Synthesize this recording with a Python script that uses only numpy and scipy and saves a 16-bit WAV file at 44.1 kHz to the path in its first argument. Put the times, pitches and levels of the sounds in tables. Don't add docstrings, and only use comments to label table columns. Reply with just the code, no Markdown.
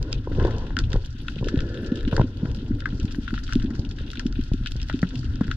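import sys
import numpy as np
from scipy import signal
from scipy.fft import rfft, irfft, next_fast_len
from scipy.io import wavfile
from scipy.ndimage import map_coordinates

SR = 44100
rng = np.random.default_rng(int(sys.argv[2]) if len(sys.argv) > 2 else 0)


def wav_out(sig):
    wavfile.write(sys.argv[1], SR, np.round(np.clip(np.atleast_2d(sig).T, -1, 1) * 32767).astype(np.int16))


def boost_factor(decibels):
    exponent = np.asarray(decibels, float) / 20
    return 10 ** exponent


N = 245195

# time_s, surge_db, drone_db
WATER_LEVELS = [(0.0, -28, -37), (0.23, -31.5, -44), (0.42, -24.5, -34.5), (0.84, -29, -34),
                (0.99, -28, -56.5), (1.16, -31, -42.5), (1.31, -35, -39), (1.45, -30.5, -36),
                (1.58, -31.5, -36.5), (1.95, -30, -36.5), (2.26, -33, -38.5), (2.49, -30, -39),
                (2.65, -32.5, -36), (3.13, -32.5, -40), (3.34, -30, -39.5), (3.58, -31.5, -43),
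                (3.7, -37.5, -31), (3.82, -34.5, -38.5), (4.0, -32, -38), (4.24, -30.5, -38.5),
                (4.51, -31.5, -43), (4.77, -30, -44.5), (5.08, -34.5, -38), (5.31, -23, -36.5),
                (5.44, -33, -35.5), (5.56, -26, -43.5)]
# freq_hz, density_db (per Hz)
SURGE_SPECTRUM = [(9, -25), (15, 1), (28, 6), (65, -1), (125, -3), (180, -23), (250, -23), (420, -120)]
# freq_hz, width_hz, relative_db
RUB_MODES = [(330, 105, 2), (519.6, 201, -0.5)]
# freq_hz, width_hz, relative_db
RASP_MODES = [(620, 230, -3), (1000, 250, 0), (1600, 450, -5)]
SIDES = np.array([[1], [-1]])


def unit(x):
    return x / np.sqrt(np.mean(x ** 2) + 1e-20)


def along(points, hz):
    f, v = np.transpose(points)
    return np.interp(np.log(hz + 1), np.log(f + 1), v)


def curves(rows):
    s, *cols = np.transpose(rows)
    t = np.arange(N) / SR
    return np.array([np.interp(t, s, c, left=-120, right=-120) for c in cols])


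def wobble(rate):
    knots = rng.standard_normal(int(N * rate / SR) + 4)
    return map_coordinates(knots, [np.arange(N) * rate / SR])


def filtered(x, response):
    m = next_fast_len(N + 8192)
    return irfft(rfft(x, m) * response(np.fft.rfftfreq(m, 1 / SR)), m)[..., :N]


def modes(table):
    def response(f):
        total = 0
        for k, (c, w, db) in enumerate(table):
            total = total + (-1) ** k * boost_factor(db) * 1j * f * w / (c * c - f * f + 1j * f * w)
        return total
    return response


def steep(table):
    twice = lambda f: modes(table)(f) ** 2
    peak = np.abs(filtered(np.arange(N) == 0, twice)).max()
    return lambda f: twice(f) / peak


def blows(s, db):
    return np.bincount(np.round(s * SR).astype(int), boost_factor(db), N)[:N]


def surging():
    # crest_s, crest_db, half_length_s
    slap_rows = [(0.01, -24.5, 0.015), (0.164, -29, 0.029), (0.473, -24.5, 0.099), (0.565, -36.5, 0.019),
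                 (0.867, -19.5, 0.041), (0.962, -19.5, 0.018), (1.604, -22.5, 0.036), (2.056, -25, 0.025),
                 (2.195, -18.5, 0.052), (2.504, -28, 0.034), (2.735, -27.5, 0.02), (2.87, -30.5, 0.052),
                 (3.047, -19.5, 0.018), (3.199, -24, 0.0059), (3.618, -29, 0.077), (3.8, -21.5, 0.0083),
                 (3.891, -29, 0.02), (4.015, -31, 0.015), (4.368, -31, 0.05), (4.537, -21, 0.018),
                 (4.619, -28.5, 0.012), (4.936, -23, 0.027), (5.202, -29, 0.017), (5.392, -29.5, .03),
                 (5.489, -22, 0.0088)]
    t = np.arange(N) / SR
    slaps = sum(boost_factor(db) * np.exp(-((t - s) / half) ** 2) for s, db, half in slap_rows)
    return 20 * np.log10(boost_factor(curves(WATER_LEVELS)[0]) + slaps)


def water():
    # freq_hz, density_db (per Hz)
    drone_spectrum = [(76, -18), (130, -4.5), (171, -11), (247, -2.5), (285, -2.5), (309, -8.5),
                      (380, -17.5), (632, -33.5), (1100, -33.5), (1430, -65), (2420, -120)]
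    surge = boost_factor(1.54 * wobble(14)) * rng.standard_normal(N)
    surge = filtered(surge, lambda f: boost_factor(along(SURGE_SPECTRUM, f)))
    drone = boost_factor(3 * wobble(35)) * rng.standard_normal(N)
    drone = filtered(drone, lambda f: boost_factor(along(drone_spectrum, f)))
    return boost_factor(surging()) * unit(surge) + boost_factor(curves(WATER_LEVELS)[1]) * unit(drone)


def eddies():
    push = filtered(rng.standard_normal(N), lambda f: boost_factor(along(SURGE_SPECTRUM, f)))
    return SIDES * boost_factor(surging() - 26.0) * unit(push)


def sliding():
    # start_s, length_s, rub_db, rasp_db, hiss_db
    strokes = [(0, 0.14, -43, -55, -76), (0.332, 0.32, -42.5, -45, -72), (0.408, 0.065, -35, -43, -53),
               (0.931, 0.025, -38, -46, -68), (1.457, 0.55, -39, -69, -48.5),
               (2.136, 0.081, -35, -49, -62.5), (2.447, 0.0056, -37, -45.5, -78),
               (2.564, .5, -53, -82, -81)]
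    grip_db_per_s, let_go_db_per_s = 305.5, 172.5
    t = np.arange(N) / SR
    total = 0
    for s, length, *db in strokes:
        fade_db = grip_db_per_s * np.clip(s - t, 0, 1) + let_go_db_per_s * np.clip(t - s - length, 0, 1)
        total = total + boost_factor(np.c_[db] - fade_db)
    return 20 * np.log10(total)


def rubbing():
    # freq_hz, width_hz, relative_db
    hiss_modes = [(1440, 170, 0), (1745, 70, 1)]
    grains = wobble(60)
    layers = zip(sliding(), [RUB_MODES, RASP_MODES, hiss_modes], [.08, .35, .3], [1.4, 3.5, .8])
    out = 0
    for db, table, apart, grain_db in layers:
        noise = [[1, apart], [1, -apart]] @ rng.standard_normal((2, N))
        out = out + boost_factor(db) * unit(filtered(boost_factor(grain_db * grains) * noise, steep(table)))
    return out


def knocking():
    # time_s, level_db, thud_db and clack_db (both relative to level_db)
    knock_rows = [(0.271, -21, -12, -8), (0.313, -23.5, 0, -19), (0.382, -17.5, 4, -32),
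                  (0.419, -18.5, -1, -9), (0.448, -10.5, -6, -6.5), (0.703, -41, 9.5, 10),
                  (0.939, -43, 28.5, -8), (0.956, -23.5, 5, -2.5), (1.361, -31.5, 8, -26),
                  (1.409, -37, 19, -27), (1.425, -23, 5, -8.5), (1.468, -19.5, -13, -22),
                  (1.57, -24, 10, -50), (2.126, -21, 10, 1.5), (2.178, -19, -7, 0), (2.194, -20.5, 13, 4.5),
                  (2.21, -17, 4.5, -1), (2.45, -41, 24, 3), (3.339, -47, 0, 11), (3.499, -55, 1, 10),
                  (3.59, -52, 0, 10), (3.704, -55, 3, 8), (3.789, -37, 17.5, -26), (4.006, -33.5, 3.5, -28),
                  (4.514, -45, 30.5, -40), (4.753, -39, 16, -35), (4.896, -47.5, 15, 19.5),
                  (5.027, -25.5, 7, 2), (5.408, -27.5, 5, 5)]
    thud_lag_s = 0.00317
    rattle_db, rattle_t60_s = -17.5, 0.021
    s, db, thud_db, clack_db = np.transpose(knock_rows)
    thud = filtered(blows(s + thud_lag_s, db + thud_db), steep([(109.6, 108, 0)]))
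    knock = filtered(blows(s, db), steep(RUB_MODES))
    clack = blows(s, db + clack_db)
    chatter = boost_factor(rattle_db - 60 * np.arange(SR // 40) / SR / rattle_t60_s)
    rattle = signal.fftconvolve(clack, chatter)[:N] * rng.standard_normal(N)
    clack = filtered(clack + rattle, steep(RASP_MODES))
    soft_contact = lambda f: 1 / (1 + 1j * f / 2300) ** 4
    return -filtered(thud + knock + clack, soft_contact)


def fish():
    # start_s, level_db, pitch_hz
    thump_rows = [(0.678, -36, 235), (1.148, -28, 229), (1.392, -25.5, 176), (1.539, -10, 269),
                  (1.829, -19, 220), (1.918, -9.5, 236), (1.978, -30, 312), (2.073, -14, 250),
                  (2.239, -15, 260), (2.429, -12.5, 191), (2.576, -23, 210), (2.626, -28, 276),
                  (2.706, -12.5, 238), (2.756, -28, 260), (2.927, -18, 193), (2.993, -26, 296),
                  (3.042, -16, 234), (3.183, -14.5, 242), (3.328, -14.5, 235), (3.556, -6.5, 244),
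                  (3.602, -26, 228), (3.637, -16.5, 198), (3.646, -14, 251), (3.704, -20.5, 256),
                  (3.73, -26.5, 256), (3.829, -26, 248), (3.865, -26.5, 240), (4.086, -33, 283),
                  (4.178, -24.5, 255), (4.255, -10.5, 235.4), (4.318, -29, 200), (4.388, -13.5, 248),
                  (4.538, -15.5, 252), (4.607, -23.5, 213), (4.94, -12.5, 258), (5.029, -6.5, 178.6),
                  (5.139, -21.5, 256), (5.241, -26.5, 268), (5.344, -26.5, 260), (5.41, -8, 209),
                  (5.45, -23, 179)]
    out = np.zeros(N + SR)
    t = np.arange(SR // 20) / SR - .0053
    rise = np.exp(-(t / 0.0034) ** 2)
    fall = 0.62 * np.exp(-(t / 0.0027) ** 2) + 0.36 * np.exp(-t / 0.011)
    swell = np.where(t < 0, rise, fall) * np.minimum(np.arange(len(t)) / 90, 1)
    for s, db, hz in thump_rows:
        out[round(s * SR):][:len(t)] -= boost_factor(db) * swell * np.sin(2 * np.pi * hz * t)
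    return out[:N]


def reef(x):
    echo_db, echo_t60_s = -14.5, 0.11
    t = np.arange(SR // 2) / SR
    tail = boost_factor(-60 * t / echo_t60_s) * np.minimum(t / 0.0033, 1) * rng.standard_normal(len(t))
    return boost_factor(echo_db) * signal.fftconvolve(x, tail / np.linalg.norm(tail))[:N]


def far_crackle():
    # time_s, base_db
    crackle_rows = [(0.0, -57), (0.17, -54.5), (0.56, -57.5), (0.74, -57.5), (0.94, -57), (1.31, -53.5),
                    (1.45, -53), (1.84, -54), (2.12, -54.5), (2.52, -57), (3.08, -54.5), (3.24, -50.5),
                    (3.41, -51), (3.83, -57), (4.55, -52.5), (4.81, -52.5), (5.1, -54), (5.56, -53)]
    base_db = curves(crackle_rows)[0]
    chance = rng.random((1000, 3))
    far_s = chance[:, 0] * (N - 1) / SR
    clumped_db = base_db + 1.5 * wobble(7)
    far_db = clumped_db[np.round(far_s * SR).astype(int)] - 6.4 * np.log(chance[:, 1] + 0.025)
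    far_hz = 1200 * 9 ** chance[:, 2]
    bed = boost_factor(base_db - 18.5 + 1.5 * wobble(12))
    return far_s, far_db, far_hz, bed


def two_ports(noise, near):
    # freq_hz, likeness (-1 to 1)
    likeness = [(800, 0.49), (1500, 0.4), (3000, 0.13), (6000, 0.42), (9000, 1), (12500, 1)]
    turn = lambda f: np.arccos(np.clip(along(likeness, f), -1, 1)) / 2
    parts = noise + np.array([[1.3], [.7]]) * near
    shared, apart = filtered(parts, lambda f: np.array([np.cos(turn(f)), 1j * np.sin(turn(f))]))
    return np.array([shared + apart, shared - apart])


def ring(x, group):
    ports = [modes([(hz, w, port_db[side]) for hz, w, *port_db in group]) for side in range(2)]
    low_hz, top_hz = .8 * group[0][0], 1.15 * group[-1][0]
    edge = lambda u: 1 / (1 - u * u + 1.25j * u) ** 3
    both = lambda f: np.array([p(f) for p in ports]) * edge(-low_hz / (f + 1)) * edge(f / top_hz)
    peak = np.abs(filtered(np.arange(N) == 0, both)).max(axis=1).mean()
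    return filtered(x, both) / peak


def shrimp():
    # start_s, low_db, middle_db, high_db, top_db (one per resonance group),
    # late_db (late echoes, relative to each group's level)
    snaps = [(0.026, -46, -32, -29.5, -53, -35), (0.127, -35.5, -19.5, -20, -55.0, -42.5),
             (0.3175, -40.5, -50, -90.0, -77.5, -18.5), (0.3477, -56, -38, -47.5, -61.5, -25),
             (0.3964, -34, -37.5, -49.5, -66.5, -19), (0.4176, -39, -90.0, -89, -69, -34.0),
             (0.425, -36.5, -46, -41, -90.0, -26.5), (0.4373, -87, -42, -90.0, -73, -14.5),
             (0.4484, -35, -35, -36.0, -62, -27), (0.468, -88, -38, -43.5, -71, -27),
             (0.5068, -35, -37, -43, -59, -29), (0.5814, -53.5, -40, -34, -59, -36.5),
             (0.6656, -41, -41, -50, -71, -19), (0.7042, -36, -45.5, -56, -74.5, -34.0),
             (0.7662, -20.5, -20, -29, -52.5, -34), (0.776, -29, -90.0, -64, -90.0, -22),
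             (0.7876, -24, -23.5, -21, -63, -25.5), (0.9016, -49, -43, -39, -65, -24),
             (0.9172, -51, -32.5, -40.5, -70, -26.5), (0.9292, -30, -28, -29.5, -54.5, -26.5),
             (0.9604, -36, -36, -43, -86.5, -37), (1.0474, -57, -38, -40.0, -61, -24),
             (1.058, -50, -44, -36, -62.5, -35.5), (1.065, -90.0, -52, -44, -57.5, -34.0),
             (1.2815, -24, -21.0, -39, -64, -31.0), (1.4424, -59, -32.5, -40.5, -65, -22),
             (1.4587, -51, -47, -41, -66, -39), (1.4839, -25, -29, -27.5, -59, -23.5),
             (1.557, -39, -36, -46, -76.0, -31), (1.5737, -44, -35.5, -43, -64, -21),
             (1.5885, -33, -33.5, -60, -68, -21), (1.6039, -35.5, -30, -34.5, -56, -32),
             (1.7418, -39, -38, -42.5, -71, -29), (1.7728, -34.5, -37, -56, -90.0, -33),
             (1.8306, -38, -51, -48, -81, -34.0), (1.8577, -43.5, -60, -58, -76, -23.0),
             (1.917, -40, -42, -51, -73.5, -20), (1.9554, -51, -30, -33.5, -65.5, -27),
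             (1.9709, -44, -43, -49, -86, -32), (1.989, -44.0, -39, -57, -82, -33),
             (2.0062, -44, -34.5, -49.5, -71, -28), (2.0285, -39, -50, -49, -59.5, -37),
             (2.049, -39, -31.5, -57, -71.5, -25), (2.0775, -40.5, -38.0, -55, -76, -23),
             (2.1112, -41, -37, -52.5, -63, -16.0), (2.1292, -33.5, -35, -48, -67, -41),
             (2.133, -47, -57, -52, -54, -33), (2.164, -20.5, -24, -25.5, -52.0, -35.5),
             (2.1772, -29, -90.0, -90.0, -90.0, -31), (2.1943, -37, -48, -49.5, -73, -37),
             (2.2134, -32.5, -25.5, -38.5, -90.0, -41), (2.3696, -85, -45, -48, -62.5, -22),
             (2.4546, -34.5, -38, -67, -75, -35), (2.5136, -67, -38.5, -40.5, -67.5, -40),
             (2.5456, -46, -41, -41, -59.5, -18.0), (2.749, -89, -47.0, -50, -62, -37),
             (2.8027, -39.0, -31.5, -39.5, -78, -24.5), (2.8553, -16.5, -33.5, -39, -61.0, -26),
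             (2.8757, -37, -52.0, -90.0, -88.0, -34.0), (2.888, -43.0, -46, -44, -78.5, -41),
             (2.9982, -52.0, -33, -33.5, -67, -34.0), (3.0285, -90.0, -49, -44, -59.5, -16.5),
             (3.0522, -49, -42, -38.5, -61, -22), (3.077, -44, -37, -90.0, -92, -20.0),
             (3.108, -47, -42, -43.5, -78, -21.5), (3.1148, -57, -47, -40.5, -60, -18.5),
             (3.1216, -90.0, -46, -35, -59, -31), (3.1448, -34.0, -33.5, -49, -61, -34.0),
             (3.277, -28, -34.5, -42.5, -65, -21.5), (3.3044, -35, -41, -44, -70.0, -28.0),
             (3.338, -30, -31.5, -40.5, -71, -25), (3.376, -28, -35.5, -50.5, -68, -26.5),
             (3.3877, -37.0, -35, -45, -71.0, -32), (3.431, -39.5, -41, -52, -69.0, -28.5),
             (3.4637, -52, -38.5, -58, -91, -21.5), (3.477, -42, -32, -48.5, -67.5, -34.0),
             (3.523, -27.5, -27.5, -35.5, -57, -23.5), (3.5322, -32.5, -32, -26.5, -48.5, -31),
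             (3.5527, -39.5, -34, -34, -54.0, -31), (3.5964, -43, -35, -47, -63.5, -19.5),
             (3.6186, -39, -32, -49, -67, -34.0), (3.625, -88, -38, -37, -57.5, -40),
             (3.642, -61, -44, -42, -65.5, -35), (3.7031, -37.5, -58, -46, -78.5, -17.5),
             (3.7507, -39.5, -45, -36, -64, -32), (3.7914, -63, -55, -33, -69, -25),
             (3.848, -55, -35, -38.5, -90.0, -25), (3.9105, -55, -31, -36.5, -67, -26),
             (3.9854, -52, -36, -43, -74.5, -28), (4.1015, -48, -29.5, -38.5, -63, -28.5),
             (4.1093, -90.0, -53, -50.5, -64, -19), (4.114, -90.0, -36, -36, -58.5, -24.5),
             (4.131, -39, -36, -42, -60.5, -22), (4.1537, -40, -32, -42, -69.5, -22.5),
             (4.1706, -90.0, -28.5, -52, -65.5, -21), (4.1937, -24, -29, -27.5, -55, -23),
             (4.264, -42.5, -32, -33, -56, -30), (4.3241, -38.5, -40, -37.5, -70, -31),
             (4.3496, -52, -44, -52, -56, -39), (4.4107, -74, -67, -45, -60, -28),
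             (4.4362, -68, -55, -39.5, -59, -26), (4.5339, -52, -37.5, -34.5, -52, -34.0),
             (4.6589, -30.5, -23.5, -41, -59.5, -19.0), (4.6702, -90.0, -23.5, -33, -59, -26),
             (4.7075, -48, -48, -48, -57, -22.5), (4.7176, -46.0, -28.5, -27.5, -52.5, -36),
             (4.763, -90.0, -41, -35.5, -60, -26), (4.7985, -50.5, -35, -50.5, -87, -21),
             (4.8147, -45, -32.5, -35, -75, -26.5), (4.8278, -53, -42, -33, -51.5, -32.5),
             (4.884, -46, -37, -39.5, -60.5, -18), (4.8959, -18.5, -26.5, -42.5, -58, -27),
             (4.9115, -36, -90.0, -90.0, -90.0, -27), (4.926, -39, -42, -40, -62, -29.5),
             (4.9506, -47.5, -43, -44, -90.0, -35), (4.9898, -44, -31.5, -40.5, -60.5, -33.5),
             (5.0162, -90.0, -45, -35, -59.5, -18.5), (5.0277, -19, -44, -42.0, -63, -26),
             (5.1539, -44, -31.5, -36, -62, -27), (5.243, -90.0, -36.0, -46, -71.5, -37),
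             (5.3556, -42, -39.5, -36.5, -67, -38.5), (5.4082, -30.5, -53, -42, -59, -22.5),
             (5.4395, -38, -33, -48.5, -90.0, -24), (5.4784, -32.5, -48, -43, -66, -38),
             (5.5117, -23.5, -26, -34, -54, -23)]
    # freq_hz, width_hz, left_db, right_db
    housing = [
        [(1403, 260, 12.5, 6), (2180, 620, -6.5, -10)],
        [(2564, 810, 6, -15), (3726, 800, 1, 4)],
        [(4400, 740, 2, 11), (5630, 1580, 3.5, -1.5), (7770, 1400, -9, -27)],
        [(9470, 1400, 2, -3.5), (12900, 1800, -1, -6.5)],
    ]
    claw_db, claw_s = -26.5, 0.0013
    bounce_db, bounce_s = -3, .0028
    s, *ring_db, late_db = np.transpose(snaps)
    burst_s = s + claw_s
    far_s, far_db, far_hz, bed = far_crackle()
    rasp = boost_factor(sliding()[1] - 31)
    t = np.arange(SR // 16) / SR
    early, late = boost_factor(-20.0 - 60 * t / 0.0059), boost_factor(-60 * t / 0.063)
    out = 0
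    for k, (group, far_gain_db) in enumerate(zip(housing, [-0.5, 2.5, -2.5, -20.5])):
        near = blows(burst_s, ring_db[k]) + blows(s, ring_db[k] + claw_db)
        lag_s = bounce_s * rng.random((len(s), 2)) ** 2
        near = near + blows(burst_s + lag_s[:, 0], ring_db[k] + bounce_db)
        near = near - blows(burst_s + lag_s[:, 1], ring_db[k] + bounce_db)
        colour_db = -32 * np.log2(far_hz / group[0][0]) ** 2
        distant = blows(far_s, far_db + far_gain_db + colour_db)
        late_blows = blows(burst_s, ring_db[k] + late_db) + boost_factor(-22) * distant
        echoes = signal.fftconvolve(near + distant, early) + signal.fftconvolve(late_blows, late)
        steady = boost_factor(far_gain_db) * (boost_factor(2.03 * wobble(25)) * bed + rasp * (k < 3))
        noise = (echoes[:N] + steady) * rng.standard_normal((2, N))
        out = out + ring(two_ports(noise, near), group)
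    return out


def scene():
    # freq_hz, left_over_right_db
    tilt = [(40, 1.6), (100, .7), (300, .4), (800, -1), (1400, 6)]
    thumps = fish()
    low = water() + eddies() + rubbing() + knocking() + thumps + reef(thumps)
    return filtered(low, lambda f: boost_factor(SIDES * along(tilt, f) / 2)) + shrimp()


def roll_off(x):
    return signal.sosfilt(signal.butter(12, 15500, fs=SR, output="sos"), x)


def record(dry):
    # freq_hz, narrow_width_hz, wide_width_hz (depth is narrow over wide)
    dips = [(1200, 140, 320), (2280, 250, 600)]
    # freq_hz, left_lead_radians (negative: left is later)
    lead = [(50, -.1), (300, -.05), (700, -.4), (1300, -1.0), (2500, -1.7), (3500, -1.5), (5000, -2.2),
            (6500, -2.2), (9000, -1.2), (12500, -.5)]

    def hearing(f):
        response = np.exp(.5j * SIDES * along(lead, f) * (f > 0))
        for hz, narrow, wide in dips:
            response = response * (hz * hz - f * f + 1j * f * narrow) / (hz * hz - f * f + 1j * f * wide)
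        return response

    return roll_off(filtered(dry, hearing))


dry = scene()
out = record(dry)
wav_out(out)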